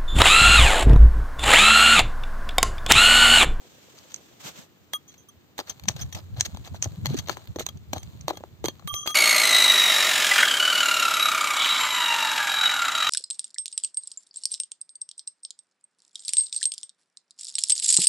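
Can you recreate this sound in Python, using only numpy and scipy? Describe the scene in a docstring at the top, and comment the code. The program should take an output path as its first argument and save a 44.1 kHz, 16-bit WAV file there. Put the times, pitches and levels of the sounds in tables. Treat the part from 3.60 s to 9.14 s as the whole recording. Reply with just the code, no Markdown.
"""Outdoors, at a crack between rocks, a small steel pick pries and scrapes out loose stones close by.
Steel ticks, stone knocks and scrapes are shaped noise and grains through the colours of stone, steel and grit.
The pick is a set of beating bending modes: choked in the fingers, freer at the end when it is let go and
bounces on the rock. Stirred grit follows the work; a short echo, a sleeve, low bumps and air surround it."""
import sys
import numpy as np
from scipy import signal
from scipy.fft import rfft, irfft
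from scipy.io import wavfile

SR = 44100
rng = np.random.default_rng(int(sys.argv[2]) if len(sys.argv) > 2 else 0)


def master(y):
    """Save y as 16-bit WAV."""
    cut = np.clip(np.atleast_2d(y).T, -1, 1)
    pcm = np.round(cut * 32767)  # scale
    wavfile.write(sys.argv[1], SR, pcm.astype(np.int16))


N = 244531
TIME = np.arange(N) / SR

# steel ticks on bare rock: (t/s, relative level/dB, decay/s, grit crushed 0-1, left minus right/dB)
TICKS = [(0.543, -33, 0.00077, 0.17, -5.5), (0.562, -42.5, .0007, 0, -4), (1.335, -35.5, 0.00081, 0.87, -7),
         (1.541, -58, 0.0052, 0.84, 1), (1.98, -40.5, 0.0073, 0.88, -2), (2.098, -32, 0.00059, 0.01, 7),
         (2.197, -54, 0.00088, 0.93, 0), (2.237, -53, 0.0014, 1, 3), (2.2844, -21, 0.00095, 0.27, 5.5),
         (2.288, -20, .0003, 0.2, 3.5), (2.364, -46.5, 0.0046, .9, 3), (2.418, -46, .002, .1, 4),
         (2.526, -43, 0.0029, 0.75, 4), (2.548, -39, 0.0055, 0.62, 3.5), (2.798, -33.5, 0.0071, 0.2, 5),
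         (2.809, -16.5, 0.00083, 0.19, -1), (2.859, -36, 0.003, 0.37, 0), (3.225, -21, 0.0017, 0.03, 4),
         (3.243, -30, 0.00095, 0, 4), (3.458, -33, .0009, 0.96, 0.5), (3.466, -36, 0.0022, 0.82, 5),
         (3.588, -35.5, 0.0056, 0.5, 8.5), (4.0651, -31.5, 0.001, 0.68, -5.5), (4.088, -42.5, .003, 0.7, 1),
         (4.173, -57, 0.0017, 0.5, -2.5), (4.381, -45, 0.002, .8, 2), (4.431, -47.5, .002, 0.48, -6),
         (4.611, -44, .0006, 0, 0.5), (5.057, -38, 0.0013, 0.79, -16), (5.275, -40.5, 0.0015, 0.9, -6.5),
         (5.3407, -40, 0.00065, 1, -2.5), (5.464, -42, .0066, 0.95, -10), (5.475, -33, 0.00078, 1, 0.5)]
# stones knocked into soil: (t/s, relative level/dB, f/Hz, decay/s, bite of the steel 0-1, left minus right/dB)
KNOCKS = [(1.991, -30, 820, .0008, 0.7, 4.5), (2.009, -42.5, 810, 0.0017, 0.5, 5),
          (2.256, -52.5, 730, .0004, 0.9, 4), (2.296, -37.5, 770, 0.00081, .4, 1),
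          (2.567, -47.5, 764, 0.0078, 0.83, -2), (2.948, -47, 814, 0.0004, 0.8, 2),
          (2.972, -46.5, 950, 0.0004, 0.91, 1), (3.074, -46.5, 700, 0.0059, 0.89, 1.5),
          (3.145, -42.5, 690, 0.0021, 0.34, 2), (3.258, -35.5, 565, 0.003, .1, 0),
          (3.448, -47.5, 1330, 0.0058, 0.9, 3), (3.505, -39.5, 234, 0.0024, 0, -19),
          (3.543, -33.5, 265, 0.0036, 0.35, -17), (3.673, -51, 980, 0.0047, 1, 15),
          (3.685, -39.5, 610, 0.0013, 1, -1), (3.695, -27.5, 990, 0.0025, 0.76, 8.5),
          (3.707, -46, 670, 0.005, 1, -2), (3.771, -39, 870, 0.00035, 0.61, 6.5),
          (3.96, -30, 464, 0.0023, 0.43, -1), (3.987, -37.5, 614, .003, 0.7, 4),
          (3.995, -35, 467, 0.0077, 1, -4), (4.007, -34, 640, 0.002, .25, 5.5),
          (4.332, -28, 520, .0033, .85, 1.5), (4.362, -36, 673, 0.0016, 0.1, 3),
          (4.682, -26, 634, 0.001, 0.8, 0.5), (4.707, -26.5, 610, 0.0013, 0.1, 2),
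          (4.732, -42.5, 510, 0.0099, 0.57, 1), (4.772, -42.5, 590, 0.0029, 0.91, 0.5),
          (4.806, -45.5, 460, 0.0026, .2, -1), (4.838, -37, 710, 0.00099, 0.23, 2),
          (5.042, -26, 457, 0.0016, 0.53, 1), (5.05, -29.5, 456, 0.0023, 0.6, -2),
          (5.084, -30.5, 543, 0.0019, 0.94, 2.5), (5.195, -52.5, 1016, 0.0033, 0.74, 4),
          (5.224, -55, 1050, 0.0016, .3, 3), (5.459, -37.5, 800, 0.0019, 0.54, 0)]
# end points of the contact mixes: (knock level/dB, crack level/dB, ting level/dB, fizz level/dB)
CLEAN_TICK = (-25.5, -10.5, -1.5, -26)
CRUSHING_TICK = (-2.5, 5.5, -0.5, -3)
DULL_KNOCK = (0.5, -26, -32, -39)
BITING_KNOCK = (0, 1.5, -1.5, -7.5)


def blows(tick_hz=850):
    """Ticks and knocks alike as (s, levels of the four parts, knock Hz, decay s, left minus right dB)."""
    hits = []
    for s, db, decay, crush, pan in TICKS:
        hits.append((s, db + between(CLEAN_TICK, CRUSHING_TICK, crush), tick_hz, decay, pan))
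    for s, db, hz, decay, bite, pan in KNOCKS:
        hits.append((s, db + between(DULL_KNOCK, BITING_KNOCK, bite), hz, decay, pan))
    return hits


# ting of the steel tip: (f/Hz, level/dB)
TING_COLOUR = [(4000, -16.5), (5100, -12.5), (5700, 0.5), (6200, 0.5), (6500, 6), (6800, -4), (7500, -8),
               (8400, -13), (9400, -28), (11000, -60)]
# fizz of crushed grit: (f/Hz, level/dB)
FIZZ_COLOUR = [(9500, -14.5), (11200, -28), (11900, -12), (13400, -5.5), (14700, -2), (15500, -21),
               (16300, -16.5)]


def contacts(rise_s=0.00049, tail_db=-21, tail_s=0.0068, lead_in_db=-19, lead_in_fade_s=.003, early_s=.0007,
             tip_share=0.48):
    """A faint noise swells before each contact and fades after it; a dense chatter of micro-impacts
    makes the blow and leaves a faint spray of crumbs."""
    out, t = np.zeros((2, N)), np.arange(-500, 3000) / SR
    after = np.maximum(t, 0)
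    for s, levels, hz, decay, pan in blows():
        rise = 1 - np.exp(-after / rise_s)
        blow = rise ** 2 * np.exp(-after / max(decay, .0003))
        envelope = blow / blow.max() + amp(tail_db) * rise * np.exp(-after / tail_s)
        lead_in = amp(lead_in_db) * np.exp(-abs(t) / lead_in_fade_s)
        chatter = ports(rng.standard_normal((3, len(t))), apart=0.94) * (envelope + lead_in)
        push = ports(rng.standard_normal((3, len(t))), apart=0.24) * envelope
        knock = unit(colour(push, knock_colour(hz))) + amp(HOLLOW[2]) * hollow_boom(push)
        ting = unit(colour(chatter, TING_COLOUR)) + tip_share * tip(after)
        hardness = np.tanh((levels[2] - levels[0]) / 20)  # towards +1 steel on rock, -1 stone in soil
        parts = (knock, pebble(chatter, hardness), ting, colour(chatter, FIZZ_COLOUR))
        hit = sum(amp(db) * unit(part) for db, part in zip(levels, parts))
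        hit *= np.sqrt(SR / 100 / len(t))  # the energy of each part's rms level held for 10 ms
        add(out, s + t[0] - early_s, hit * balance(pan))
    return out


def knock_colour(hz):
    """A stone bedded in soil: a spectrum with one broad, well-damped peak."""
    return [(hz * 0.17, -22), (hz * 0.58, -4), (hz, 0), (hz * 1.44, -7), (hz * 3, -24), (hz * 6, -44)]


# hollow under the stones: (f/Hz, t60/s, level in a knock/dB)
HOLLOW = (373.4, 0.041, -8)


def hollow_boom(x):
    """A hollow under the stones booms as one damped mode, driven by the contact."""
    hz, t60, _ = HOLLOW
    return unit(ringing(x, hz, t60))


# crack of stone: (f/Hz, level/dB)
CRACK_COLOUR = [(700, -27.5), (1400, -5.5), (1800, -2), (2600, -1), (3400, 1.5), (4400, 0), (5000, -15),
                (6000, -38.5)]
# modes of the stones under the tip: (nominal f/Hz, relative level/dB, nominal t60/s)
STONE_MODES = [(1230, -2, 0.014), (1753, -2, 0.017), (2340, -1.5, 0.0057), (3570, -11.5, 0.009),
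               (3890, -0.5, 0.013), (4377, 3, 0.022)]


def pebble(x, hardness, share=0.87, tilt_db=7, scatter_db=3, detune=0.051):
    """Stones differ a little in their modes; a hard, short contact favours the high ones."""
    chance = rng.standard_normal((len(STONE_MODES), 2))
    modes = 0
    for (hz, db, t60), (louder, sharper) in zip(STONE_MODES, chance):
        octaves = np.log2(hz / STONE_MODES[0][0])
        level = amp(db + scatter_db * louder + tilt_db * hardness * octaves)
        modes = modes + level * unit(ringing(x, hz * (1 + detune * sharper), t60))
    return unit(colour(x, CRACK_COLOUR)) + share * unit(modes)


def tip(t, hz=6150, t60=0.016, rise_s=0.00081, detune=0.028):
    """The steel tip sings for a moment as a damped sine, at a slightly different pitch each time."""
    pitch = hz * (1 + detune * (2 * rng.random() - 1))
    tone = np.sin(2 * np.pi * (pitch * t + rng.random((2, 1)) / 4))
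    return unit((1 - np.exp(-t / rise_s)) * amp(-60 * t / t60) * tone)


# scrapes through grit: (start t/s, end t/s, relative level/dB, from soil 0 to bare rock 1)
SCRAPES = [(.365, 0.402, -56.5, 0.89), (0.491, 0.534, -55.5, 0.93), (1.465, 1.552, -65, 0.99),
           (1.981, 2.019, -38, 0.38), (2.06, 2.125, -45.5, 0.47), (2.287, 2.326, -47.5, 0.34),
           (2.374, 2.444, -43.5, 0.56), (2.536, 2.608, -46, 0.22), (2.753, 2.825, -47.5, 0.24),
           (2.844, 2.871, -38.5, 0.87), (3.033, 3.088, -49.5, .6), (3.133, 3.182, -49.5, 0.47),
           (3.222, 3.265, -44, 0.92), (3.47, 3.577, -46, 0.37), (3.56, 3.606, -42, 0.96),
           (3.673, 3.761, -44.5, 0.58), (3.764, 3.85, -59, 0.16), (3.983, 4.043, -49, 1),
           (4.335, 4.389, -45, 0), (4.681, 4.717, -35.5, 0.17), (5.041, 5.072, -40, 0),
           (5.478, 5.521, -42, 0.74)]
# end points of the scrape mix: (knock level/dB, crack level/dB, ting level/dB, fizz level/dB)
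SOIL_SCRAPE = (2, -5, -15, -16)
ROCK_SCRAPE = (-13.5, 2, 1, -8.5)


def scrapes(level_db=2.0, soil_hz=660, hollow_db=-7):
    """Dragging crushes many grains, which excite steel and hollow and crack against several small stones."""
    out = np.zeros((2, N))
    for start, end, stroke_db, rock in SCRAPES:
        levels = level_db + stroke_db + between(SOIL_SCRAPE, ROCK_SCRAPE, rock)
        count = max(round((end - start) * SR), 200)
        pressure = np.pad(signal.windows.tukey(count, .7), (0, 1500))  # room for the ringing to die away
        crunch = grains(len(pressure), per_s=2800, spread_db=4) * pressure
        strength = np.std(crunch)
        boom = amp(hollow_db) * strength * hollow_boom(crunch)
        chips = 0
        for hz, db, t60 in STONE_MODES:
            hits = grains(len(pressure), per_s=300, spread_db=2.5) * pressure
            chips = chips + amp(db) * ringing(hits, hz * rng.uniform(0.886, 1.186), t60 / 2)
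        crack = (colour(crunch, CRACK_COLOUR) + strength * unit(chips)) / np.sqrt(2)
        knock = colour(crunch, knock_colour(soil_hz)) + boom
        parts = (knock, crack, colour(crunch, TING_COLOUR), colour(crunch, FIZZ_COLOUR))
        add(out, start, sum(amp(db) * part for db, part in zip(levels, parts)))
    return out


# the pick is set ringing: (t/s, time until stopped/s, relative level/dB, struck from shaft 0 to tip 1,
# share of the second bending plane 0-1, left minus right/dB)
RINGS = [(1.336, 0.035, -26, 0.044, 0.97, -3), (1.478, 0.037, -40, 0.82, 0.63, 4),
         (1.578, 0.059, -48, 1, 0.66, -7), (1.686, 0.018, -37.5, 0.59, 0.28, -5.5),
         (2.095, 0.016, -20.5, 1, 0.1, 5), (2.412, 0.024, -24.5, 0.94, 0.3, 1),
         (2.528, 0.015, -27, .95, 0.25, -1), (2.854, .014, -27, .95, 0.4, 6),
         (3.226, 0.03, -28, 1, .25, -4), (3.585, 0.021, -29, 0.56, 0.6, 1), (3.96, 0.013, -33, 0.98, .5, 5),
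         (4.088, 0.0094, -33, 0.0087, 0.55, 6.5), (4.36, 0.056, -40.5, 0.57, 0.2, -2),
         (4.746, 0.04, -49.5, 0.067, 0.66, 0), (5.046, 0.065, -32.5, 0.44, 0.3, 1),
         (5.276, 0.11, -30.5, 0.1, .2, -5), (5.3427, 0.15, -21, 0.59, 0.35, -0.5),
         (5.473, 0.19, -23, 0.38, 0.75, 1)]
# bending modes of the pick: (f/Hz in one bending plane, f/Hz in the other, relative level/dB, t60/s)
STEEL_MODES = [(1176, 1218, -4.5, 0.96), (3230, 3288, 1, 0.74), (5866, 6600, -11, 0.25),
               (6223, 6237, -8, 0.7), (9230, 9205, -1, 0.3), (10400, 10410, -13, 0.98),
               (13349, 13375, 6, 0.11), (14350, 14400, 1, .25)]
# which column of the blow tables below drives each bending mode: (index)
BEND_OF_MODE = [0, 1, 2, 2, 3, 3, 3, 3]
# bends excited by a blow: (first level/dB, second level/dB, third level/dB, overtones level/dB)
SHAFT_BLOW = (1, -0.5, -8, -12)
TIP_BLOW = (-25, -20, 0.5, -25.5)


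def pick_ring(level_db=-1.5, stop_s=0.0034, port_turns=0.34, tumble_db=4.5, tumble_hz=24,
              waver_turns=0.077, waver_hz=70, grip_s=0.032, sway_turns=0.045):
    """The rod bends in two planes at close pitches, so each mode beats until fingers or rock stop it."""
    out, t = np.zeros((2, N)), np.arange(SR // 6) / SR
    for s, free_s, blow_db, place, second, pan in RINGS:
        bends_db = blow_db + between(SHAFT_BLOW, TIP_BLOW, place)
        second = np.clip(second, 0, 1)
        shares = np.array([1 - second, second]) / np.hypot(1 - second, second)
        grip = np.exp(-(free_s / grip_s) ** 2)  # a ring that is choked early also rattles
        ring = np.zeros((2, len(t)))
        for (one_hz, other_hz, db, t60), bend in zip(STEEL_MODES, BEND_OF_MODE):
            # as the rod turns and trembles, the lobes of each mode sweep past the ports
            swell_db = tumble_db * (1 - grip) * wander(len(t), tumble_hz)
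            tremble = 2 * grip * waver_turns * wander(len(t), waver_hz)[0]
            sway = sway_turns * wander(len(t), tumble_hz)[0]
            level = amp(db + bends_db[bend] + swell_db - 60 * t / t60)
            for hz, share in zip((one_hz, other_hz), shares):
                phase = rng.random() + port_turns * (2 * rng.random((2, 1)) - 1) + tremble + sway
                ring += share * level * np.sin(2 * np.pi * (hz * t + phase))
        stopped = (1 - np.tanh((t - free_s + stop_s) / (2 * stop_s))) / 2
        onset = 1 - np.exp(-t / 0.00086)
        add(out, s, ring * stopped * onset * balance(pan))
    return amp(level_db) * out


# loose grit under the tip, most of it deep in the crack: (t/s, relative level/dB)
LOOSE_GRIT = [(0, -12), (1.4, -19), (2.05, -3), (2.9, -2.5), (3.85, 0), (4.2, -11.5), (4.55, 0.5),
              (4.9, -10.5), (5.54, -8)]
# fine trickling soil: (f/Hz, level/dB)
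GRIT_COLOUR = [(200, -10.5), (500, 9), (1000, 7), (2200, -4.5), (4200, 3), (5200, -8), (6800, 2),
               (8300, -6), (9300, -13.5), (11000, -28), (12000, -5), (15000, -10.5), (16500, -20)]


def grit(digging, level_db=-37.0, hiss=0.77, crumbs=0.66, crumb_fizz=0.35, clump_db=3.0, clump_hz=9,
         settle_s=0.089, follow=0.53):
    """Stirred soil trickles as dense grains over a hiss; clusters of crumbs tick on the rock."""
    keep = np.exp(-1 / (settle_s * SR))
    work_power = signal.lfilter([1 - keep], [1, -keep], (digging ** 2).mean(0))
    stirred_db = 10 * np.log10(work_power + 1e-12)
    trickle = unit(grains(N, per_s=980, spread_db=2.5) + hiss * rng.standard_normal((2, N)))
    clumps = amp(clump_db * wander(N, clump_hz)[0])
    falls = unit(grains(N, per_s=70, spread_db=3.5) * clumps)
    ticks = unit(pebble(falls, hardness=0)) + crumb_fizz * colour(falls, FIZZ_COLOUR)
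    # follow: dB of grit gained for each dB of the work
    flow_db = level_db + follow * stirred_db + np.interp(TIME, *np.transpose(LOOSE_GRIT))
    return (colour(trickle, GRIT_COLOUR) + crumbs * ticks) * amp(flow_db)


def rock_echo(x, level_db=-19, t60=0.12):
    """Nearby rock faces scatter a short, thin echo: sparse random reflections that die away."""
    t = np.arange(SR // 6) / SR
    sparse = rng.random((2, len(t))) < .08
    taps = rng.standard_normal((2, len(t))) * sparse * (t > .002) * amp(-60 * t / t60)
    return amp(level_db) * signal.fftconvolve(x, taps / np.linalg.norm(taps[0]), axes=1)[:, :N]


# clothing rustles faintly, fading once the arm has come forward: (t/s, level/dB)
RUSTLE = [(0, -57), (.42, -55.5), (.7, -58), (1.1, -66.5), (1.95, -69.5)]
# cloth fibres: (f/Hz, level/dB)
RUSTLE_COLOUR = [(70, -7.5), (160, 6), (400, 1), (900, 0), (2000, -3), (3300, 0.5), (5200, -4.5),
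                 (6600, 0.5), (8200, -7), (9300, -19), (11000, -27.5), (12000, -7), (15000, -14.5),
                 (16300, -25.5)]
# swishes of the sleeve: (t/s at the peak, level/dB, time from peak to 1/e/s)
SWISHES = [(0.811, -48.5, 0.015), (0.87, -36.5, 0.032), (0.986, -46.5, 0.053)]


def rustle(flutter_db=1.0, flutter_hz=35, pan_db=-.5, folds_db=-58, folds_hz=520, lumps_db=3, lumps_hz=18):
    """Cloth fibres slip in great numbers, unlike at each port; folds of the sleeve rub dully underneath."""
    swishes = sum(amp(db) * np.exp(-((TIME - s) / fall_s) ** 2) for s, db, fall_s in SWISHES)
    steady = amp(np.interp(TIME, *np.transpose(RUSTLE)))
    motion_db = 20 * np.log10(np.hypot(steady, swishes))
    fibres = colour(rng.standard_normal((2, N)), RUSTLE_COLOUR)
    fibres *= amp(motion_db + flutter_db * wander(N, flutter_hz)[0])
    folds = colour(grains(N, per_s=460, spread_db=-1.5), knock_colour(folds_hz))
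    folds *= amp(np.minimum(motion_db, folds_db) + lumps_db * wander(N, lumps_hz)[0]) / 2
    return fibres * balance(2 * pan_db) + folds


# low bumps: air and handling, and a rock rolling near 3.5 s: (t/s, relative level/dB, nominal f/Hz)
BUMPS = [(0.858, -46, 151), (0.993, -44, 162), (2.285, -31, 150), (2.306, -31, 116), (2.359, -33.5, 126),
         (2.42, -32, 129), (2.452, -29, 88), (2.736, -33, 96), (2.789, -30, 99), (2.94, -37, 108),
         (3.274, -28.5, 110), (3.385, -33.5, 140), (3.481, -28.5, 107), (3.505, -23.5, 109),
         (3.535, -25, 172), (3.555, -26, 210), (4.651, -39, 117), (5.075, -36.5, 109.4), (5.26, -32, 144),
         (5.339, -34.5, 101)]


def bumps(half_cycles=1.24, level_db=3.5):
    """Each bump is a few slow swings of pressure, unlike at the two ports."""
    out, t = np.zeros((2, N)), np.arange(-2000, 2000) / SR
    for s, db, hz in BUMPS:
        port_hz = hz * rng.uniform(0.79, 1.36, (2, 1))
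        swing = np.sin(2 * np.pi * (port_hz * t + rng.random((2, 1))))
        add(out, s + t[0], amp(db + level_db) * swing * np.exp(-(t * hz / half_cycles) ** 2))
    return out


# air buffeting the microphone while the hand works near it: (t/s, relative level/dB)
BUFFET = [(0, -76.5), (1.93, -72), (2.35, -47), (2.6, -49), (3.1, -47), (3.52, -41.5), (3.85, -52.5),
          (4.5, -47.5), (4.85, -59), (5.05, -48.5), (5.54, -65.5)]
# low eddies of the buffeting: (f/Hz, level/dB)
BUFFET_COLOUR = [(20, -22), (40, -47), (60, -8.5), (85, 3.5), (130, -3), (200, -10.5), (300, -22.5),
                 (600, -40.5), (1500, -60.5)]
# still outdoor air: (f/Hz, level/dB)
AIR_COLOUR = [(30, -38), (100, 4), (350, 3), (600, -8), (1500, -11), (4000, -15.5), (8000, -37),
              (10000, -41), (12000, -30), (15000, -11), (16500, -59)]


def air(buffet_db=5.0, lumps_db=4.5, lumps_hz=14, wash_db=-60.5):
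    """A steady outdoor wash of noise, and lumpy low eddies that differ at each port."""
    buffet = np.interp(TIME, *np.transpose(BUFFET))
    strength = amp(buffet_db + buffet + lumps_db * wander(N, lumps_hz)[0])
    eddies = colour(rng.standard_normal((2, N)), BUFFET_COLOUR) * strength
    wash = colour(unit(ports(rng.standard_normal((3, N)), apart=1.08)), AIR_COLOUR)
    return eddies + amp(wash_db) * wash


def grains(count, per_s, spread_db):
    """Random clicks of varied size, each heard a little differently at the two ports."""
    size = amp(spread_db * np.minimum(rng.exponential(1, count), 4)) * (rng.random(count) < per_s / SR)
    return unit(ports(rng.standard_normal((3, count)) * size, apart=1.0))


def ringing(x, hz, t60):
    """One damped mode, driven by x."""
    pole = np.exp((2j * np.pi * hz - np.log(1000) / t60) / SR)
    return signal.lfilter([1], [1, -pole], x).imag


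def wander(count, hz):
    """Smooth random drift of rms about 1 at each port: twelve sines at 0.3 to 1.3 times hz."""
    t = np.arange(count) / SR
    coarse = np.append(t[::32], t[-1])
    speed, phase = rng.random((2, 12, 2, 1))
    drift = np.sin(2 * np.pi * (hz * (.3 + speed) * coarse + phase)).sum(0) / np.sqrt(6)
    return np.array([np.interp(t, coarse, port) for port in drift])


def ports(three, apart):
    """One shared signal, reaching the left port 7 samples early, plus a part of its own at each port."""
    late = np.pad(three[0], (7, 0))[:three.shape[1]]
    return np.array([three[0], late]) + apart * three[1:]


def balance(pan_db):
    """Left and right gains that differ by pan_db."""
    return amp([[pan_db / 2], [-pan_db / 2]])


def between(low, high, share):
    """Slides from one set of levels to another."""
    return np.add(low, np.clip(share, 0, 1) * np.subtract(high, low))


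def amp(db):
    """Decibels to gain."""
    return 10 ** (np.asarray(db) / 20)


def unit(x):
    """Scales to rms 1."""
    return x / np.sqrt(np.mean(x ** 2) + 1e-20)


def colour(x, points):
    """Causal filter that follows a spectrum of (Hz, dB) points and keeps the power of white noise."""
    size = 4096
    hz, db = np.transpose(points)
    log_f = np.log(np.abs(np.fft.fftfreq(size, 1 / SR)) + 1)
    below = np.maximum(np.log(hz[0]) - log_f, 0)
    above = np.maximum(log_f - np.log(hz[-1]), 0)
    log_gain = np.log(amp(np.interp(log_f, np.log(hz), db)))
    log_gain -= 2 * np.minimum(below + above, 2)  # falls 12 dB per octave beyond the end points, then levels off
    minimum_phase = np.exp(np.conj(signal.hilbert(log_gain)))
    taps = np.fft.ifft(minimum_phase).real[:size // 2]
    return signal.fftconvolve(x, taps[None] / np.linalg.norm(taps), axes=1)[:, :x.shape[1]]


def add(mix, s, sound):
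    """Mixes a stereo sound in at time s."""
    part = mix[:, max(round(s * SR), 0):][:, :sound.shape[1]]
    part += sound[:, :part.shape[1]]


def scene():
    """The work in the crack, its echo, the trickling grit, the sleeve, the open air and the bumps."""
    digging = contacts() + scrapes()
    work = digging + pick_ring()
    return work + rock_echo(work) + grit(digging) + rustle() + air() + bumps()


def record(dry, edge_hz=16300):
    """The two ports differ, mostly in the treble; then a low-pass sets the band limit."""
    hz, left_db = np.transpose([(500, 0.5), (4500, 2.5), (6500, -0.9), (8000, -8.5), (10000, -9.5),
                                (13000, -1.0), (16000, -4.0)])
    tilt_db = np.interp(np.fft.rfftfreq(N, 1 / SR), hz, left_db)
    heard = irfft(rfft(dry) * amp([tilt_db, -tilt_db / 2]), N)
    low_pass = signal.firwin(255, edge_hz, window=("kaiser", 9), fs=SR)
    return signal.oaconvolve(heard, low_pass[None], "same")


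dry = scene()
out = record(dry)
master(out)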